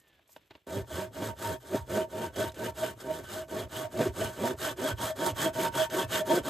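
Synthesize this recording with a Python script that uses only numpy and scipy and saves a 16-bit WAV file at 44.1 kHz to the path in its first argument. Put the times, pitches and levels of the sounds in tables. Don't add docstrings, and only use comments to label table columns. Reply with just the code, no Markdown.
import sys
import numpy as np
from scipy import signal
from scipy.fft import rfft, irfft, next_fast_len
from scipy.io import wavfile
from scipy.ndimage import uniform_filter1d

SR = 44100
rng = np.random.default_rng(int(sys.argv[2]) if len(sys.argv) > 2 else 0)


def undo_db(level):
    steps = np.asarray(level, float) / 20
    return 10 ** steps


def unload_wav(signal):
    wavfile.write(
        sys.argv[1],
        SR,
        np.round(np.clip(np.atleast_2d(signal).T, -1, 1) * 32767).astype(np.int16),
    )


N = 286209

# (time [s], level [dB], treble level [dB])
FLOOR_COURSE = [(0.0, -71, -66), (0.034, -73, -76), (0.076, -63.5, -82), (0.086, -68, -70),
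                (0.094, -68, -78), (0.274, -72.5, -82), (0.278, -73, -67), (0.368, -72, -62),
                (0.398, -70.5, -80), (0.5, -73, -78), (0.51, -55, -79), (0.522, -67, -78), (0.66, -82, -87)]
# (frequency [Hz], gain [dB])
AIR_SPECTRUM = [(30, -2), (64, 0), (234, -13), (311, -9), (734, -15), (1180, -18.5), (3460, -15.5),
                (5000, -28), (8000, -39)]
# (frequency [Hz], gain [dB])
LEAF_SPECTRUM = [(2500, -28), (4500, -14), (8000, -8), (13000, -7), (15500, -18)]
# (time [s], frequency [Hz], level [dB])
WHISTLE_PATH = [(0, 1850, -75), (.1, 1760, -75), (.18, 1670, -78), (.22, 1600, -88), (.25, 1570, -110)]
# (time [s], level [dB])
TICK_EVENTS = [(0.046, -57), (0.068, -56), (0.132, -59), (0.192, -50), (0.291, -50), (0.362, -32),
               (0.412, -53), (0.507, -32), (0.551, -33.5), (0.575, -50)]
# (frequency [Hz], width under the saw [Hz], level [dB])
RING_MODES = [(1518.4, 26, -8), (1773, 19, -16), (2634, 17, -22.5), (3099, 238, -14.5), (3278, 236, -14),
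              (3484, 210, -21.5)]
# (frequency [Hz], width under the saw [Hz])
CLEAR_MODES = [(360, 23), (634, 8.9), (925, 8.3)]
# (start time [s], time of greatest speed [s], top rate of tooth pairs [Hz],
# bite level [dB], rasp level [dB], tooth knock level [dB], lean [exponent: under 1 late, over 1 early])
STROKE_TABLE = [(0.62, 0.792, 100.8, -32.5, -46.5, -4.5, 1.02),
                (0.849, 1.035, 96.46, -32.5, -42.5, -5, 0.99), (1.099, 1.282, 111.2, -30.5, -44, -8, 0.87),
                (1.342, 1.432, 109.2, -31.5, -41, -4, 0.91), (1.588, 1.785, 103.9, -45.5, -51, -3, 1.2),
                (1.851, 1.971, 106.2, -29, -42.5, 0.5, 1), (2.069, 2.225, 115.5, -30, -45.5, -7, 0.89),
                (2.312, 2.432, 109.3, -34.5, -43, -4.5, 1.04),
                (2.529, 2.662, 117.4, -31.5, -44.0, -6.5, 0.99),
                (2.73, 2.849, 122.7, -36.5, -41.5, -1.5, 1.105),
                (2.96, 3.165, 82.5, -35, -48.5, -2.5, 0.85), (3.248, 3.318, 105.1, -37, -43.5, -6.5, 1.09),
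                (3.468, 3.6, 110.1, -30, -44.5, -6.5, 1.175), (3.679, 3.836, 130.5, -31, -40.5, -17, 1.04),
                (3.891, 4.049, 124.5, -29, -42.0, -7.5, 0.96),
                (4.117, 4.248, 113.9, -32.5, -39.5, -1.5, 1.03), (4.34, 4.502, 126.4, -28, -41, -3.5, 1.07),
                (4.561, 4.686, 151.6, -34.0, -35.5, 0.5, 0.98), (4.751, 4.896, 147.8, -30, -38.0, -3, 0.97),
                (4.953, 5.046, 119.9, -42.5, -35, -5, 0.9), (5.142, 5.266, 180.9, -27.5, -36.5, -4.5, 0.99),
                (5.34, 5.454, 164.3, -28.5, -34, -8, 1.02), (5.517, 5.657, 178.6, -25, -37.5, -8.5, 1.04),
                (5.71, 5.762, 141.6, -40, -34.5, -9, 1.01), (5.89, 5.993, 189.5, -26.0, -37.0, -6.5, 1.09),
                (6.071, 6.182, 209.2, -30, -32.5, -13, 0.85), (6.238, 6.368, 179.8, -23.5, -36, -2.5, 0.98),
                (6.421, 6.473, 141.7, -27.5, -36.5, -5.5, 1.15)]
# (share of the stroke [0 to 1], bite [dB], rasp [dB], low shake [dB], clear rings [dB])
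PUSH_COURSE = [(0, -13, -41, 2, -15), (.1, -17.5, -11.5, -7, -20), (.25, -3.5, -6.5, -14.5, -3),
               (.45, -1.5, -2, -14.5, 3.5), (.63, -4, 2, -11, -0.5), (.8, -5, -3.5, -13, 2.5),
               (.9, -12, -12.5, 4, -8.5), (.999, -16, -75, -2, -6)]
# (share of the stroke [0 to 1], bite [dB], rasp [dB], low shake [dB], clear rings [dB])
PULL_COURSE = [(0, -25, -32.5, -2, -26), (.1, -19.5, -16.5, -1, -26), (.25, -7.5, -4.5, -10.5, 0),
               (.45, -4, 0.5, 1.5, -1), (.63, -7, -1.5, -9.5, 4.5), (.8, -7.5, -7, -2, 0),
               (0.899, -22, -17.5, -7, -3), (.999, -22, -47, 3, -18)]
# (time [s], level [dB])
CATCH_EVENTS = [(0.77, -27), (0.988, -27.5), (1.229, -23), (1.511, -32), (1.749, -22.5), (1.976, -26),
                (2.213, -25.5), (2.398, -21), (2.636, -29.5), (2.846, -38), (3.802, -39), (4.01, -13),
                (4.068, -28), (4.214, -26.5), (4.405, -34), (4.446, -18.5), (4.84, -27), (5.024, -27.5),
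                (5.225, -31), (5.272, -27), (5.46, -18), (5.614, -29.0), (5.764, -26.5), (5.951, -24),
                (5.986, -27), (6.163, -38), (6.205, -32), (6.336, -18.5), (6.375, -21), (6.473, -32)]
# (time [s], level [dB])
THUMP_EVENTS = [(0.795, -29.5), (0.944, -34), (1.295, -38), (1.505, -33.0), (1.807, -29), (1.935, -32),
                (2.274, -37), (2.421, -39), (2.472, -33), (2.7, -37.0), (3.641, -33), (3.759, -50),
                (4.015, -48), (4.093, -28.5), (4.253, -29), (4.536, -43), (4.94, -29.5), (5.045, -36),
                (5.337, -33), (5.516, -38.0), (5.701, -44), (5.79, -41), (6.064, -37.0), (6.419, -34)]
# (time [s], ring frequency [Hz], level [dB])
SING_EVENTS = [(0.772, 634, -44), (0.783, 360, -43), (0.985, 360, -39), (0.996, 925, -36.5),
               (1.025, 634, -37), (1.233, 634, -34), (1.242, 925, -40), (1.305, 925, -42.0),
               (1.451, 925, -38.0), (1.474, 634, -40), (1.739, 360, -35.0), (1.749, 634, -32.5),
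               (1.773, 925, -32.5), (1.974, 360, -47), (1.983, 634, -32), (1.995, 925, -44),
               (2.244, 360, -41), (2.245, 925, -40), (2.39, 360, -38.5), (2.408, 634, -29.0),
               (2.442, 360, -32.5), (2.466, 925, -44), (2.63, 925, -40.5), (2.662, 360, -31),
               (2.688, 925, -43), (2.837, 634, -29.5), (2.848, 360, -35.5), (2.852, 925, -43.5),
               (3.111, 634, -36), (3.357, 634, -41), (3.421, 634, -35.5), (3.569, 634, -33),
               (3.586, 360, -34), (3.619, 634, -42), (3.852, 634, -32.5), (4.013, 634, -22.5),
               (4.014, 360, -28.5), (4.015, 925, -36.0), (4.056, 925, -42), (4.07, 360, -30.5),
               (4.221, 634, -34), (4.239, 360, -40), (4.408, 360, -46), (4.424, 634, -40),
               (4.448, 925, -31.5), (4.471, 634, -33), (4.516, 360, -39.5), (4.673, 634, -33),
               (4.679, 925, -39), (4.802, 360, -36), (4.818, 925, -42), (4.822, 634, -36),
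               (4.863, 634, -27.5), (4.896, 925, -33), (5.029, 925, -31.5), (5.054, 634, -39),
               (5.109, 634, -34), (5.22, 360, -37), (5.273, 925, -31), (5.275, 360, -44), (5.299, 634, -45),
               (5.392, 925, -43.5), (5.45, 925, -36), (5.474, 634, -28.5), (5.489, 360, -40),
               (5.608, 634, -28.0), (5.618, 360, -40), (5.652, 925, -26), (5.672, 634, -42),
               (5.76, 925, -36.5), (5.762, 360, -33), (5.805, 634, -24.5), (5.807, 360, -36),
               (5.809, 925, -35), (5.866, 925, -41.0), (5.988, 360, -36), (5.99, 634, -46),
               (5.989, 925, -28), (6.158, 925, -42), (6.16, 634, -34.5), (6.218, 634, -30),
               (6.314, 925, -27.5), (6.318, 634, -25.5), (6.337, 360, -29.5)]
# (time [s], level [dB])
RUB_EVENTS = [(0.695, -53), (1.16, -58), (1.26, -48), (1.759, -42), (1.967, -41.0), (2.234, -62),
              (2.406, -37), (3.009, -48.0), (3.251, -49), (3.339, -53), (3.753, -60), (3.938, -53.5),
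              (4.055, -46.5), (4.221, -38), (4.34, -48), (5.041, -52), (5.781, -39), (6.353, -44)]
# (time [s], scrape level [dB], high ring level [dB])
SCRAPE_COURSE = [(.6, -1, 1.5), (1.4, 4, 1.5), (1.8, 3.5, 1.5), (2.8, 3, 2.5), (4.0, -0.5, 0.5),
                 (4.6, 2, 2), (5.2, 2.5, 2), (6.0, 5, 6), (6.5, 1.5, 2)]
# (frequency [Hz], gain [dB])
WOOD_SPECTRUM = [(60, -43.5), (100, -9.5), (200, -2), (300, -2), (420, -5), (560, -3.5), (780, -10.5),
                 (1100, -32.5), (1500, -48), (2500, -71.5)]
# (frequency [Hz], gain [dB])
RASP_SPECTRUM = [(700, 5.5), (1300, 7.5), (2200, -18), (4000, -2.5), (5500, -7.5), (8000, -2), (10000, -1),
                 (13000, -10), (14600, -9.5), (15700, -24)]
# (frequency [Hz], gain [dB])
SCRAPE_SPECTRUM = [(600, -40), (1000, -34), (1500, 7.5), (2200, -3.5), (3000, -11.5), (4500, -7.5)]
# (frequency [Hz], gain [dB])
SHAKE_SPECTRUM = [(25, -45), (45, -38.5), (60, 17.5), (80, -11), (108, 9), (135, 5), (200, -49.5)]
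# (time [s], level [dB])
SNAP_EVENTS = [(1.3858, -58), (2.359, -23), (2.4937, -44), (2.518, -33), (2.5431, -32), (3.003, -30),
               (4.0794, -28), (4.1595, -34), (4.591, -41), (4.9843, -29), (5.899, -26)]
# (time [s], frequency [Hz], level [dB])
SQUEAK_PATH = [(2.488, 3440, -75), (2.494, 3650, -47), (2.499, 4050, -55), (2.504, 4580, -80)]
# (frequency [Hz], phase [turns])
LEFT_RIGHT_PHASE = [(0, 0), (2200, 0), (3000, .06), (3800, 0), (4900, 0), (5600, -.15), (6400, 0),
                    (7400, 0), (9500, -.485), (10500, -.515), (12200, -1), (13200, -1), (14800, -1.46),
                    (15300, -1.49), (22050, -1.49)]
# (frequency [Hz], gain [dB])
LEFT_GAIN = [(60, -0.5), (1200, -0.8), (2500, -0.5), (3000, 0)]
# (frequency [Hz], gain [dB])
DIFFUSE_SPECTRUM = [(60, -10), (300, -14), (1200, -7.5), (2500, -5), (3400, -8), (4500, -36), (5600, 0.5),
                    (7000, -17), (8500, -59), (11500, -86), (12800, -36), (14200, -36)]

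LAST_TURN_S = 6.6
TOUCH_S = .664
SHAKE_DB = -43
CLEAR_UNDER_BITE_DB = (15, 14.5, 19)
# (up [dB/s], down [dB/s])
CATCH_SLOPES, THUMP_SLOPES = (460, 650), (270, 410)
SING_SLOPES, RUB_SLOPES = (470, 470), (440, 330)


def rms_one(x):
    return x / np.sqrt(np.mean(x ** 2) + 1e-20)


def in_time(rows):
    s, *columns = np.transpose(rows)
    return [np.interp(np.arange(N) / SR, s, column) for column in columns]


def at_hz(points, hz):
    table_hz, db = np.transpose(points)
    return np.interp(np.log(hz), np.log(table_hz), db)


def colour(x, points):
    size = 8192
    hz = np.arange(1, size // 2 + 2) * SR / size
    cepstrum = irfft(np.log(undo_db(at_hz(points, hz))))
    cepstrum[1:size // 2] *= 2
    cepstrum[size // 2 + 1:] = 0
    response = irfft(np.exp(rfft(cepstrum)))[:size // 2]
    return signal.fftconvolve(x, response)[:N]


def resonance(x, hz, width_hz):
    r = np.exp(-np.pi * width_hz / SR)
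    zeros = [(1 - r * r) / 2, 0, (r * r - 1) / 2]
    poles = [1, -2 * r * np.cos(2 * np.pi * hz / SR), r * r]
    return signal.lfilter(zeros, poles, x + 1e-18)


def grains(per_s, spread_db):
    sizes = undo_db(spread_db * np.minimum(rng.exponential(1, N), 4)) * rng.choice([-1, 1], N)
    return rms_one(sizes * (rng.random(N) < per_s / SR))


def drift(rate_hz):
    r = np.exp(-2 * np.pi * rate_hz / SR)
    settle = 9000
    noise = rng.standard_normal(N + settle)
    return rms_one(signal.lfilter([1], [1, -2 * r, r * r], noise)[settle:])


def bursts(events, dull_hz, rise_s, decay_s):
    out, t = np.zeros(N), np.arange(2500) / SR
    band = signal.butter(2, [200, dull_hz], "band", fs=SR, output="sos")
    rise = (1 - np.exp(-t / rise_s)) ** 2
    shape = rise * (np.exp(-t / decay_s) + 0.013 * np.exp(-t / (5 * decay_s)))
    for s, level_db in events:
        puff = rms_one(signal.sosfilt(band, rng.standard_normal(len(t))))
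        start = round(s * SR)
        out[start:start + len(t)] += undo_db(level_db - 13.5) * puff * shape
    return out


def glide(rows):
    (first_s, first_hz, _), (last_s, last_hz, _) = rows[0], rows[-1]
    hz, level_db = in_time([(first_s - .002, first_hz, -140), *rows, (last_s + .002, last_hz, -140)])
    return np.sqrt(2) * undo_db(level_db) * np.sin(2 * np.pi * np.cumsum(hz) / SR)


def air():
    floor_db, treble_db = in_time(FLOOR_COURSE + [(.7, -81, -73)])
    floor = rms_one(colour(grains(4000, spread_db=-3.0), AIR_SPECTRUM))
    leaves = rms_one(colour(grains(6000, spread_db=3.0), LEAF_SPECTRUM))
    return undo_db(floor_db + 2.5 + 2.0 * drift(47.0)) * floor + undo_db(treble_db + 3.1 * drift(30)) * leaves


def whistle():
    return glide(WHISTLE_PATH)


def ticks():
    taps = bursts(TICK_EVENTS, dull_hz=2580, rise_s=0.0014, decay_s=0.0031)
    rung = sum(undo_db(db) * resonance(taps, hz, 5.4 * width) for hz, width, db in RING_MODES)
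    rung += sum(resonance(taps, hz, 16.0 * width) for hz, width in CLEAR_MODES)
    return taps + undo_db(13.0) * rung


def per_stroke(column):
    table = np.array(STROKE_TABLE)
    now = np.searchsorted(table[:, 0], np.arange(N) / SR) - 1
    return table[np.maximum(now, 0), column]


def teeth(arch=.6):
    jitter, weak_db, uneven_db = .04, -6, 1.5
    times = np.append(np.array(STROKE_TABLE)[:, :2].ravel(), LAST_TURN_S)
    quarter_turns = np.interp(np.arange(N) / SR, times, np.arange(len(times)))
    speed = np.abs(np.sin(np.pi / 2 * quarter_turns)) ** arch
    pair_rate = per_stroke(column=2)
    passed = np.cumsum(2 * pair_rate * speed) / SR
    count = np.arange(1, 2000)
    slip, size = rng.standard_normal((2, len(count)))
    strikes = np.zeros(N + 1)
    strikes[np.searchsorted(passed, count + jitter * slip)] = undo_db(weak_db * (count % 2) + uneven_db * size)
    return rms_one(strikes[:N] / np.sqrt(pair_rate)), passed


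def course():
    starts = np.append(np.array(STROKE_TABLE)[:, 0], LAST_TURN_S)
    rows = []
    for k, stroke in enumerate(STROKE_TABLE):
        start, end, lean = starts[k], starts[k + 1], stroke[-1]
        for share, *db in (PUSH_COURSE, PULL_COURSE)[k % 2]:
            rows.append((start + share ** lean * (end - start), *db))
    return in_time(rows)


def swollen(base_db, events, slopes):
    t = np.arange(0, N, 32) / SR
    s, peak_db = np.array(events)[:, [0]], np.array(events)[:, [-1]]
    fall_db = np.maximum(slopes[0] * (s - t), slopes[1] * (t - s))
    power = np.sum(undo_db(2 * (peak_db - fall_db)), axis=0)
    return 10 * np.log10(undo_db(2 * base_db) + np.interp(np.arange(N) / SR, t, power))


def levels():
    bite, rasp, shake, clear = course()
    bite_strength, rasp_strength = [uniform_filter1d(per_stroke(column=k), size=600) for k in (3, 4)]
    sung = []
    for under_db, (hz, _) in zip(CLEAR_UNDER_BITE_DB, CLEAR_MODES):
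        own = [row for row in SING_EVENTS if abs(row[1] / hz - 1) < .15]
        sung.append(swollen(bite_strength + clear - under_db, own, SING_SLOPES))
    lifted_db = np.interp(np.arange(N) / SR, [TOUCH_S - .004, TOUCH_S + .004], [-60, 0])
    return lifted_db + np.array([swollen(bite_strength + bite, CATCH_EVENTS, CATCH_SLOPES),
                                 swollen(rasp_strength + rasp, RUB_EVENTS, RUB_SLOPES),
                                 swollen(SHAKE_DB + shake, THUMP_EVENTS, THUMP_SLOPES), *sung])


def evened(x, share=0.1):
    level = np.sqrt(uniform_filter1d(x ** 2, size=900) + 1e-12)
    return rms_one(x / level ** share)


def patchy(x, patchy_db, rate_hz):
    edges = 700 * 2. ** np.arange(5)
    lows = [signal.sosfiltfilt(signal.butter(2, hz, fs=SR, output="sos"), x) for hz in edges] + [x]
    bands = [high - low for low, high in zip([0] + lows, lows)]
    return rms_one(sum(band * undo_db(patchy_db * drift(rate_hz)) for band in bands))


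def saw():
    bite_db, rasp_db, shake_db, *clear_db = levels()
    scrape_db, ring_db = in_time(SCRAPE_COURSE)
    strikes, passed = teeth()
    knocks = undo_db(per_stroke(column=5)) * strikes
    fibres = grains(2500, spread_db=3.0)
    wood = colour(undo_db(bite_db) * (knocks + undo_db(-7) * fibres), WOOD_SPECTRUM)

    high = undo_db(ring_db + rasp_db + 12.5) * (undo_db(-11.5) * knocks + fibres)
    rings = np.zeros(N)
    for k, (hz, width, db) in enumerate(RING_MODES):
        driven = undo_db(2.24 * drift(16.0)) * high
        rings += undo_db(db) * (-1) ** k * resonance(driven, hz, width)
    clear = sum(undo_db(db) * evened(resonance(knocks + fibres, hz, width))
                for db, (hz, width) in zip(clear_db, CLEAR_MODES))

    pulse = (1 + 0.069 * np.cos(2 * np.pi * passed)) * undo_db(2.0 * drift(110))
    grit = colour(grains(7000, spread_db=2.5), RASP_SPECTRUM)
    rasp = undo_db(rasp_db) * pulse * patchy(grit, patchy_db=-0.5, rate_hz=8.7)
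    scraped = rms_one(colour(grains(2700, spread_db=0.0), SCRAPE_SPECTRUM))
    scrape = undo_db(rasp_db + scrape_db - 7.0 + 2.0 * drift(19.76)) * scraped

    shaking = rms_one(colour(rng.standard_normal(N), SHAKE_SPECTRUM))
    rocking = undo_db(5.0) * np.sin(np.pi * passed + .5 * drift(7.7)) + shaking
    throb = undo_db(bite_db - 15.0) * np.sin(np.pi * passed)
    return undo_db(14.0) * wood + clear + undo_db(11.5) * rings + rasp + scrape + undo_db(shake_db - 6.0) * rocking + throb


def snaps():
    return bursts(SNAP_EVENTS, dull_hz=9000, rise_s=0.00052, decay_s=0.0043)


def squeak():
    return glide(SQUEAK_PATH)


def surroundings(x, t60_s=0.071, level_db=-8.5):
    t = np.arange(12000) / SR
    tail = rms_one(rng.standard_normal(len(t)) * undo_db(-60 * t / t60_s)) / np.sqrt(len(t))
    return undo_db(level_db) * signal.fftconvolve(x, tail)[:N]


def ports(x):
    size = next_fast_len(N + 4096)
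    hz = np.arange(size // 2 + 1) * SR / size
    phase = 2 * np.pi * np.interp(hz, *np.transpose(LEFT_RIGHT_PHASE))
    left = undo_db(at_hz(LEFT_GAIN, hz + 1)) * np.exp(.5j * phase)
    direct = irfft(rfft(x, size) * left ** np.array([[1], [-1]]), size)[:, :N]
    t = np.arange(1500) / SR
    tail = rng.standard_normal(len(t)) * np.exp(-t / 0.01)
    tail /= np.linalg.norm(tail)
    diffuse = colour(signal.fftconvolve(x, tail)[:N], DIFFUSE_SPECTRUM)
    return direct + diffuse * np.tanh(2 * drift(8.1)) * [[1], [-1]]


def scene():
    near = ticks() + saw() + snaps() + squeak()
    return ports(air() + whistle() + near + surroundings(near))


def top_cut(x):
    return signal.sosfilt(signal.butter(12, 15720, fs=SR, output="sos"), x)


def record(dry):
    low_cut = signal.butter(4, 63, "high", fs=SR, output="sos")
    mix = signal.sosfilt(low_cut, dry)
    return top_cut(mix)


dry = scene()
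out = record(dry)
unload_wav(out)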